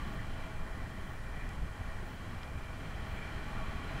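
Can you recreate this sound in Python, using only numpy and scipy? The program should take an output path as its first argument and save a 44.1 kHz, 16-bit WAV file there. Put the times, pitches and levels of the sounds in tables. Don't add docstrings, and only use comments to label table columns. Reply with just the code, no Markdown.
import sys
import numpy as np
from scipy import signal
from scipy.fft import rfft, irfft
from scipy.io import wavfile
from scipy.ndimage import uniform_filter1d, map_coordinates

SR = 44100
rng = np.random.default_rng(int(sys.argv[2]) if len(sys.argv) > 2 else 0)


def generate_wav(sig):
    pcm = np.round(np.clip(np.atleast_2d(sig).T, -1, 1) * 32767).astype(np.int16)
    wavfile.write(sys.argv[1], SR, pcm)


N = 176400
TIME = np.arange(N) / SR
BIN_HZ = np.arange(N // 2 + 1) * SR / N


def from_db(db):
    return 10 ** (np.asarray(db) / 20)


def rms_one(x):
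    return x / np.sqrt(np.mean(x ** 2) + 1e-20)


def swing(rows):
    db = np.interp(TIME, *np.transpose(rows))
    return db - db.mean()


def drift(rate_hz):
    spectrum = rfft(rng.standard_normal(N)) * (BIN_HZ > 0)
    return rms_one(irfft(spectrum / (1 + (BIN_HZ / rate_hz) ** 2), N))


def noise(spectrum):
    hz, db = np.transpose(spectrum)
    gain = from_db(np.interp(np.log(np.maximum(BIN_HZ, 1)), np.log(hz), db))
    return irfft(rfft(rng.standard_normal(N)) * gain, N) * np.sqrt(SR / 2)


def resonant_noise(hz, width_hz):
    edges = np.clip([hz - width_hz / 2, hz + width_hz / 2], 10, .45 * SR)
    sos = signal.butter(2, edges, "band", fs=SR, output="sos")
    return signal.sosfilt(sos, rng.standard_normal(N + SR))[SR:] * np.sqrt(SR / 2)


def split(x, edge_hz):
    low = signal.sosfiltfilt(signal.butter(2, edge_hz, fs=SR, output="sos"), x)
    return low, x - low


def burst(centre_s, hz, width_hz, half_length_s):
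    bell = np.exp(-((TIME - centre_s) / half_length_s) ** 2)
    return rms_one(bell * resonant_noise(hz, width_hz)) * np.sqrt(np.mean(bell ** 2))


# frequency in Hz, density in dB per Hz.
EDDY_SPECTRUM = [(6, -67), (16, -54.5), (35, -61), (65, -64), (100, -67), (160, -71.5), (230, -75),
                 (310, -79), (420, -87), (800, -102), (2000, -125)]
# time in seconds, relative level in dB.
BIG_EDDY_LEVEL = [(0.0, -42), (0.45, -45), (0.56, -40), (0.7, -45.5), (0.92, -50), (1.2, -46),
                  (1.55, -44.5), (1.68, -41.5), (1.75, -47), (1.98, -41), (2.17, -52), (2.35, -42.5),
                  (2.42, -47), (2.52, -45), (2.7, -48.5), (2.78, -44.5), (3.3, -45.7), (3.65, -46),
                  (4.0, -44.5)]
SMALL_EDDY_LEVEL = [(0, -43), (.2, -42), (.3, -45.5), (.65, -45), (1.0, -44), (1.25, -50), (1.5, -44),
                    (1.75, -50.5), (2.1, -45.5), (2.33, -45), (2.41, -56), (2.48, -47.5), (2.68, -50.5),
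                    (2.8, -43), (3.2, -44.5), (3.45, -43), (3.55, -42.5), (3.65, -44.5), (4.0, -43.5)]


def buffeting():
    deep, upper = split(noise(EDDY_SPECTRUM), edge_hz=77)
    deep_gain = from_db(0.76 * swing(BIG_EDDY_LEVEL))
    upper_gain = from_db(0.71 * swing(SMALL_EDDY_LEVEL) - 0.1 * drift(rate_hz=32))
    return deep * deep_gain + upper * upper_gain


# frequency in Hz, density in dB per Hz.
RUSH_SPECTRUM = [(100, -77), (350, -87.5), (550, -86), (950, -86), (1600, -85), (2050, -89.5),
                 (2650, -94.5), (3300, -93.5), (3650, -104), (5000, -107), (8000, -116), (15000, -128)]
# frequency in Hz, bandwidth in Hz, peak density in dB per Hz.
CAVITY_MODES = [(418, 55, -86), (647.5, 41.4, -79), (732, 61, -85.5), (826, 89, -83), (1048, 65, -84.5),
                (1127, 57, -82.5), (1296, 71, -90), (1433, 89, -84.5), (3114, 142, -91.5), (4026, 240, -99),
                (4324, 82, -99.5)]
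# time in seconds, relative level in dB.
AIRFLOW_LEVEL = [(0.0, -47.5), (0.13, -47.5), (0.28, -49), (0.42, -47.5), (0.55, -48.5), (0.8, -48.5),
                 (1.15, -49.2), (1.38, -48), (1.7, -50), (1.92, -47), (2.2, -49.5), (2.45, -47.5),
                 (2.6, -49.5), (3.22, -46), (3.4, -47.5), (3.55, -44), (3.75, -45.8), (3.93, -44),
                 (4.0, -43)]
TREBLE_LEVEL = [(0.0, -52), (0.25, -54), (0.44, -53.5), (0.6, -58.5), (1.0, -56), (1.27, -59.5),
                (1.4, -56.5), (1.7, -57.5), (2.1, -56.0), (2.3, -54.5), (2.5, -57.5), (2.7, -55.5),
                (2.86, -53), (2.97, -54.5), (3.23, -52), (3.4, -52), (3.8, -52), (4.0, -49)]


def rush():
    air = noise(RUSH_SPECTRUM)
    for hz, width_hz, db in CAVITY_MODES:
        air += resonant_noise(hz, width_hz) * from_db(db + drift(rate_hz=7.2))
    body, treble = split(air, edge_hz=2040)
    body_gain = from_db(0.95 * swing(AIRFLOW_LEVEL))
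    treble_gain = from_db(1.17 * swing(TREBLE_LEVEL))
    return from_db(1.5) * (body * body_gain + treble * treble_gain)


# time in seconds, relative level in dB.
LOWER_RESONANCE_LEVEL = [(0.0, -53), (0.14, -57), (0.2, -50), (0.28, -60), (0.45, -56), (0.53, -59),
                         (0.66, -56.5), (0.75, -53), (0.94, -54.5), (1.12, -54.5), (1.21, -56.5),
                         (1.34, -54), (1.45, -51), (1.54, -57.5), (1.82, -56.5), (1.93, -54), (2.05, -57.5),
                         (2.65, -60), (3.0, -54.5), (3.23, -53.5), (3.35, -54), (3.64, -57), (3.71, -54),
                         (3.83, -57.5), (4.0, -55)]
HIGHER_RESONANCE_LEVEL = [(0, -57), (.1, -58.5), (.28, -60.5), (.45, -56.5), (.68, -62), (1.0, -61),
                          (1.24, -62.5), (1.38, -55), (1.55, -60.5), (2.3, -63.5), (2.46, -57.5),
                          (2.6, -57), (3.0, -58), (3.16, -53.5), (3.24, -49), (3.33, -56), (4.0, -55.5)]


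def gust_resonances():
    lower = from_db(-83 + 1.15 * swing(LOWER_RESONANCE_LEVEL)) * resonant_noise(hz=1875, width_hz=240)
    higher = from_db(-83 + 0.94 * swing(HIGHER_RESONANCE_LEVEL)) * resonant_noise(hz=2354, width_hz=125)
    pitch_shift = 0.00394 * drift(rate_hz=2.96)
    position = np.arange(N) + np.cumsum(pitch_shift)
    return map_coordinates(lower + higher, [position], order=3, mode="reflect")


# time in seconds, rms level in dB.
EDGE_TONE_LEVEL = [(0, -56), (.18, -55.5), (.3, -66), (3.42, -72), (3.49, -52), (3.56, -56), (3.66, -53),
                   (3.78, -68), (4, -64)]


def edge_tone():
    db = np.interp(TIME, *np.transpose(EDGE_TONE_LEVEL))
    return from_db(db) * rms_one(resonant_noise(hz=1135, width_hz=88))


# frequency in Hz, density in dB per Hz.
HISS_SPECTRUM = [(1000, -104), (5000, -103.5), (6700, -106), (7400, -104.3), (8300, -106.5), (9700, -107.3),
                 (10300, -109), (12000, -111), (14000, -114.3), (15500, -116.5)]
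# frequency in Hz, bandwidth in Hz, rms level in dB.
WHINE_TONES = [(526, 3, -71), (7484, 8, -91), (9812, 40, -87)]


def camera_noise():
    whine = sum(from_db(db) * rms_one(resonant_noise(hz, width_hz)) for hz, width_hz, db in WHINE_TONES)
    hiss = noise(HISS_SPECTRUM)
    start_s, period_s, length_s, fade_s = 0.06, 1.0, 0.1, 0.015
    switched_on = (TIME - start_s) % period_s < length_s
    gate = uniform_filter1d(switched_on.astype(float), size=int(fade_s * SR))
    pulse = gate * from_db(-109) * resonant_noise(hz=15100, width_hz=1800)
    return hiss + whine + pulse


# time of the peak in seconds, level in dB, centre frequency in Hz, half-length in seconds.
EDDY_THUMPS = [(0.076, -38, 80, 0.019), (0.992, -42, 54.5, 0.022), (1.374, -40, 60, .018),
               (1.632, -34, 38, 0.021), (1.807, -37.5, 55, 0.014), (1.868, -41.5, 55, 0.016),
               (2.028, -41, 187, 0.0076), (2.363, -39.5, 50, 0.016), (2.573, -39, 64.5, 0.017),
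               (2.858, -47, 160, 0.018), (3.137, -40.5, 60, 0.02), (3.362, -38.5, 54.6, 0.021),
               (3.759, -38, 55, 0.013), (3.955, -38.5, 75, 0.014)]


def thumps():
    return sum(from_db(db) * burst(peak_s, hz, 0.99 * hz, half_length_s)
               for peak_s, db, hz, half_length_s in EDDY_THUMPS)


# time of the peak in seconds, level in dB, centre frequency in Hz,
# bandwidth in Hz, half-length in seconds, amplitude of the ping relative to the scuff.
GEAR_TICKS = [(1.4918, -52.8, 7400, 5400, .0011, .3), (2.4331, -46.3, 2550, 2100, .0019, .68)]


def ticks():
    ping_hz, ping_half_length_s = 5030, 0.0013
    out = np.zeros(N)
    for peak_s, db, hz, width_hz, half_length_s, ping_share in GEAR_TICKS:
        t = TIME - peak_s
        ping = np.sin(2 * np.pi * ping_hz * t) * np.exp(-(t / ping_half_length_s) ** 2)
        scuff = burst(peak_s, hz, width_hz, half_length_s)
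        out += from_db(db) * (scuff + ping_share * ping)
    return out


def scene():
    wind = buffeting() + rush() + gust_resonances() + edge_tone()
    return (wind + camera_noise() + thumps() + ticks())[None]


def record(dry):
    cutoff_hz = 15700
    return signal.sosfilt(signal.ellip(12, .1, 70, cutoff_hz, fs=SR, output="sos"), dry)


dry = scene()
out = record(dry)
generate_wav(out)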